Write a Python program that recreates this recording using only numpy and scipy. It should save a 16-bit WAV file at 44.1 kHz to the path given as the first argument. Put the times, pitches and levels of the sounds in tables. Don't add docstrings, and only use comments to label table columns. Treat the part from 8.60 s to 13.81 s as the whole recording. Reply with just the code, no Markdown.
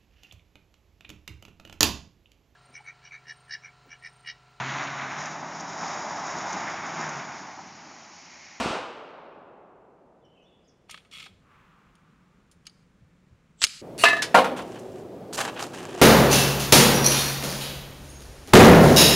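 import sys
import numpy as np
from scipy import signal
from scipy.fft import rfft, irfft
from scipy.io import wavfile

SR = 44100
rng = np.random.default_rng(int(sys.argv[2]) if len(sys.argv) > 2 else 0)


def wrap_up_sound(samples):
    columns = np.atleast_2d(samples).T
    tamed = np.clip(columns, -1, 1)
    steps = np.round(tamed * 32767).astype(np.int16)
    wavfile.write(sys.argv[1], SR, steps)


N = 229981
TIME, FREQS = np.arange(N) / SR, np.fft.rfftfreq(N, 1 / SR)
FRAMES_DELAY_S = .028


def from_db(db):
    return 10 ** (np.asarray(db) / 20)


def rms_one(x):
    return x / np.sqrt(np.mean(x ** 2) + 1e-20)


def eq_gain(curve):
    hz, db = np.transpose(curve)
    return from_db(np.interp(np.log(FREQS + 0.0014), np.log(hz), db))


def coloured(x, curve):
    return rms_one(irfft(rfft(x) * eq_gain(curve) * (FREQS > 20), N))


def noise(curve):
    return coloured(rng.standard_normal(N), curve)


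def band(x, low_hz, high_hz, order=2):
    sos = signal.butter(order, [low_hz, min(high_hz, .45 * SR)], "band", fs=SR, output="sos")
    return signal.sosfilt(sos, x)


def band_noise(low_hz, high_hz):
    return rms_one(band(rng.standard_normal(N), low_hz, high_hz))


def envelope(start_s, attack_s, length_s, sag_db_per_s, fall_db_per_s):
    age = np.maximum(TIME - start_s, 0)
    rise = np.minimum(age / max(attack_s, 1 / SR), 1) ** 2
    held = np.maximum(np.minimum(age, length_s) - attack_s, 0)
    released = np.maximum(age - max(length_s, attack_s), 0)
    return rise * from_db(-sag_db_per_s * held - fall_db_per_s * released)


def burst(start_s, attack_s, fall_db_per_s):
    return envelope(start_s, attack_s, 0, 0, fall_db_per_s)


def resonate(x, modes):
    out = 0
    for k, (hz, width, db) in enumerate(modes):
        r = np.exp(-np.pi * width / SR)
        poles = [1, -2 * r * np.cos(2 * np.pi * hz / SR), r * r]
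        ring = signal.lfilter([1, 0, -1], poles, x + 1e-18)
        out = out + (-1) ** k * from_db(db) * (1 - r * r) / 2 * ring
    return out


def slips(per_s, spread_db):
    sizes = from_db(spread_db * np.minimum(rng.exponential(1, N), 4)) * rng.choice([-1, 1], N)
    return sizes * (rng.random(N) < per_s / SR)


def scatter(x, strength):
    response = rng.standard_normal(SR) * strength[:SR]
    return signal.fftconvolve(x, response / np.linalg.norm(response))[:N]


# f/Hz, level/dB
ROLL_EQ = [(40, -36), (130, -19.5), (260, -9.5), (500, -2), (900, -1), (1300, -2.5), (1900, -11),
           (2600, -7.5), (3500, -11.5), (5500, -17), (8500, -23), (11000, -35), (15000, -52)]

def rolling_blast(absorb_db_per_s=8.0, bass_linger_db_per_s=5.0):
    berms = from_db(-33.5 - 87 * np.maximum(TIME - 0.14, 0))
    woods = from_db(-39 - 18 * TIME)
    spectrum = rfft(noise(ROLL_EQ))
    spectrum /= np.std(irfft(spectrum * (FREQS > 700) * (FREQS < 1400), N))
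    centres = np.geomspace(200, 16000, 22)
    roll = 0
    for khz, selector in zip(centres / 1000, np.eye(len(centres))):
        loss_db_per_s = absorb_db_per_s * (khz ** 0.97 - 1) - bass_linger_db_per_s * max(1 - khz, 0)
        one_band = irfft(spectrum * np.interp(FREQS, centres, selector), N)
        roll = roll + one_band * from_db(-loss_db_per_s * TIME)
    return roll * np.hypot(berms, woods)


# f/Hz, level/dB
BOOM_EQ = [(25, -11), (60, 1), (130, -10.5), (230, 14), (400, -6.5), (900, -44)]

def boom():
    shape = envelope(0, 0, length_s=0.18, sag_db_per_s=123, fall_db_per_s=353)
    return from_db(-30.5) * shape * noise(BOOM_EQ)


# t/s, peak level/dB, pulse pitch f/Hz
SLAPS = [(.0083, -16.5, 680), (0.0127, -22, 456), (0.0607, -18, 264), (0.109, -26, 200), (.222, -31, 480)]

def slaps():
    out = np.zeros(N)
    for s, db, hz in SLAPS:
        phase = 2 * np.pi * hz * (TIME - s)
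        out += from_db(db) * phase * np.exp((1 - phase ** 2) / 2)
    return out


# f/Hz, level/dB
RUMBLE_EQ = [(25, -8.5), (60, -2), (110, -6), (140, 0), (180, 2.5), (230, -4.5), (290, -10), (450, -17.5),
             (800, -49)]
# f/Hz, level/dB
LEAVES_EQ = [(300, -10), (500, -0.5), (750, -7), (1250, -5.5), (2200, -9), (3100, -14), (5000, -20),
             (7500, -20.5), (8200, -27.5), (9300, -24.5), (10500, -38), (15500, -49)]

def breeze(full_at_s=2.68, rise_db_per_s=5.5):
    gusts = from_db(1.1 * noise([(20, 1.5), (30, 3), (60, -59.0)]))
    rumble = from_db(-62) * gusts * noise(RUMBLE_EQ)
    leaves = from_db(-70) * noise(LEAVES_EQ)
    return (rumble + leaves) * from_db(-rise_db_per_s * np.maximum(full_at_s - TIME, 0))


# t/s, length/s, first f/Hz, last f/Hz, level/dB before the mix
BIRD_NOTES = [(1.615, .03, 3500, 3360, -78), (1.631, 0.05, 3080, 2940, -65.5),
              (1.648, 0.01, 6200, 4900, -68.5), (1.694, 0.071, 2913, 3170, -67),
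              (1.745, 0.055, 2850, 2434, -67), (1.788, 0.065, 2580, 3260, -67),
              (1.815, 0.048, 6460, 5270, -76), (1.838, 0.0644, 3330, 3675, -67.5),
              (1.883, 0.116, 3430, 3340, -72.5), (2.031, 0.041, 4840, 5310, -73),
              (2.073, 0.032, 7120, 4590, -62)]

def bird(near_db=-2.0, woods_db=-3.5):
    song = np.zeros(N)
    flutter = 1 + .02 * band_noise(60, 250)
    for s, length, first_hz, last_hz, db in BIRD_NOTES:
        progress = np.clip((TIME - s) / length, 0, 1)
        pitch = (first_hz + (last_hz - first_hz) * progress) * flutter
        song += from_db(db) * 2 * np.sin(np.pi * progress) * np.sin(2 * np.pi * np.cumsum(pitch) / SR)
    blurred = (song + scatter(song, burst(0, 0, fall_db_per_s=400))) / 2
    tail = band(scatter(song, burst(0, attack_s=0.013, fall_db_per_s=55)), 1500, 4000)
    return from_db(near_db) * blurred + from_db(woods_db) * tail


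# f/Hz, width/Hz, level/dB
MAGAZINE_MODES = [(1275, 44, 3.5), (2200, 107, 9), (3398, 21, 5), (3840, 42, 2.5), (4300, 160, -17),
                  (4700, 43, -39), (5620, 18, 0), (6230, 71, -20), (6500, 61, -10), (7300, 130, -1.5),
                  (8700, 14, 1), (9030, 33, -4)]
# f/Hz, level/dB
RUB_EQ = [(300, -39), (750, -19), (1250, -4), (1650, -54), (2400, 10), (3400, 4), (4400, 1), (5000, -8),
          (9000, -12), (10500, -16), (15000, -27)]
# t/s, length/s, level/dB, sag as the grip loosens/(dB/s)
PULLS = [(2.277, 0.12, -46.5, 192), (2.504, 0.16, -43, 65)]

def magazine(ring_share=0.36, spring_db=-8, judder_db=2.5):
    friction = slips(per_s=5000, spread_db=3.5) * from_db(judder_db * band_noise(20, 160))
    grip = sum(from_db(db) * envelope(s, 0.034, length, sag, fall_db_per_s=480)
               for s, length, db, sag in PULLS)
    rub = coloured(friction, RUB_EQ)
    ring = rms_one(resonate(friction, MAGAZINE_MODES))
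    scrape = grip * rms_one((1 - ring_share) * rub + ring_share * ring)
    spring = resonate(scrape, [(3360, 40, 0.8), (3380, 40, -2.9)])
    return scrape + from_db(spring_db) * np.std(scrape) * rms_one(spring)


# f/Hz, width/Hz, level/dB
PISTOL_MODES = [(3060, 330, -4), (4200, 43, -13), (4300, 140, -9), (4680, 34, -32), (5140, 62, -2),
                (6200, 36, -43), (6520, 24, 2.5), (7540, 46, -12), (7320, 86, 4.5), (7530, 22, -10),
                (7500, 76, -34), (8850, 100, -32), (9220, 210, 2), (11100, 150, -8)]

def steel_hits(hits, chatter, pistol_ring_db, magazine_ring_db, band_ratio):
    out, t = np.zeros(N), TIME[:SR // 10]
    for s, db, hz, chatter_ms in hits:
        force = rng.standard_normal(len(t)) * np.exp(-1000 * t / chatter_ms)
        force *= chatter * chatter_ms / np.linalg.norm(force)
        force[0] += 1
        force = band(force, hz / band_ratio, hz * band_ratio)
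        pistol_ring = from_db(pistol_ring_db) * resonate(force, PISTOL_MODES)
        magazine_ring = from_db(magazine_ring_db) * resonate(force, MAGAZINE_MODES)
        hit = band(force + pistol_ring + magazine_ring, 370, 10000)
        hit *= from_db(db) * np.sqrt(.002 * SR) / np.linalg.norm(hit)
        start = int(s * SR)
        out[start:start + len(t)] += hit[:N - start]
    return out


# t/s, level/dB, brightness f/Hz, chatter/ms
TICKS = [(2.295, -40, 1300, 3.6), (2.2995, -41.5, 3600, 3), (2.3103, -37, 6200, 6),
         (2.3436, -35, 1640, 3.8), (2.376, -41.5, 1920, 4.3), (2.449, -53.5, 1680, 6.4),
         (2.513, -46.5, 2960, 4.9), (2.602, -37, 2320, 9.9), (2.641, -43, 2970, 3.6),
         (2.6615, -39, 1660, 7.6), (3.354, -58.5, 5900, 2.8), (3.9138, -52, 6800, 11),
         (4.054, -52.5, 3070, 12), (4.0685, -37.5, 4470, 2.7), (4.074, -48, 2380, 7.6)]

def ticks():
    return steel_hits(TICKS, chatter=0.81, pistol_ring_db=6.5, magazine_ring_db=2, band_ratio=2.0)


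def bay_echo(x, frames_db=-21.5, wash_db=-20):
    frames = scatter(x, burst(FRAMES_DELAY_S, 0, fall_db_per_s=7000))
    wash = scatter(x, envelope(0, attack_s=0.046, length_s=.16, sag_db_per_s=66, fall_db_per_s=350))
    return band(from_db(frames_db) * frames + from_db(wash_db) * wash, 1040, 18000, order=1)


# t/s, level/dB
BUMPS = [(2.689, -55), (4.398, -53), (4.70, -54)]

def bumps():
    strength = sum(from_db(db) * burst(s, attack_s=0.018, fall_db_per_s=260) for s, db in BUMPS)
    return strength * band_noise(65, 131)


# f/Hz, level/dB
RUSH_EQ = [(500, -21), (850, -5), (1200, 2), (1900, -8), (2700, -11), (4500, -27.5), (9000, -39)]

def far_rush():
    return from_db(-59) * burst(2.745, attack_s=.19, fall_db_per_s=16.5) * noise(RUSH_EQ)


def catch(start_s=4.067, level_db=-41.5, echo_db=-14):
    direct, echo = (burst(start_s + delay, attack_s=0.0012, fall_db_per_s=1702)
                    for delay in (0, FRAMES_DELAY_S))
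    return from_db(level_db) * band_noise(4300, 4860) * (direct + from_db(echo_db) * echo)


def slide_blows(release_s, shut_s):
    # t/s, level/dB, brightness f/Hz, chatter/ms
    knocks = [(release_s + k * .005, -21, 2460 + k * 332, 2.2) for k in range(4)]
    stop = [(shut_s, -7, 3420, 0.97)]
    rebounds = [(shut_s + (k + 1) * .0037, -14.5 - k * 6.5, 4100, 3) for k in range(3)]
    blows = knocks + stop + rebounds
    return steel_hits(blows, chatter=0.93, pistol_ring_db=-0.5, magazine_ring_db=-5, band_ratio=2.1)


def slide(release_s=5.0177, shut_s=5.040, thump_hz=90, thump_decay_s=0.0057):
    friction = slips(per_s=15000, spread_db=2.0)
    rails = rms_one(resonate(friction, [(7700, 390, -3), (3300, 680, -14)]))
    to_go, age = np.maximum(shut_s - TIME, 0), np.maximum(TIME - shut_s, 0)
    squeak = band(rails, 1260, 8000) * from_db(-17.5 - 863 * to_go - 2000 * age)
    thump = from_db(-35) * np.sin(2 * np.pi * thump_hz * age) * np.exp(-age / thump_decay_s)
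    jolt = from_db(-38) * band_noise(26, 2200) * burst(5.005, attack_s=0.036, fall_db_per_s=700)
    return squeak + thump + jolt + slide_blows(release_s, shut_s)


# f/Hz, level/dB
SIDE_EQ = [(25, -13), (125, -39.5), (500, -64), (2000, -58), (4000, -40.5), (8000, -20.5), (13000, -6)]

def stereo_microphone(mid):
    scattered = scatter(mid, burst(0, 0, fall_db_per_s=2393))
    side = irfft(rfft(scattered) * eq_gain(SIDE_EQ), N)
    return np.array([mid + side, mid - side])


def scene():
    shot = rolling_blast() + boom() + slaps()
    handling = ticks() + magazine() + catch() + slide()
    mix = shot + handling + bay_echo(handling) + bird() + breeze() + bumps() + far_rush()
    return stereo_microphone(mix)


def record(dry, ceiling=.88, cutoff_hz=15750):
    rounded = dry / (1 + (dry / ceiling) ** 6) ** (1 / 6)
    return signal.sosfilt(signal.ellip(10, .1, 80, cutoff_hz, fs=SR, output="sos"), rounded)


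dry = scene()
out = record(dry)
wrap_up_sound(out)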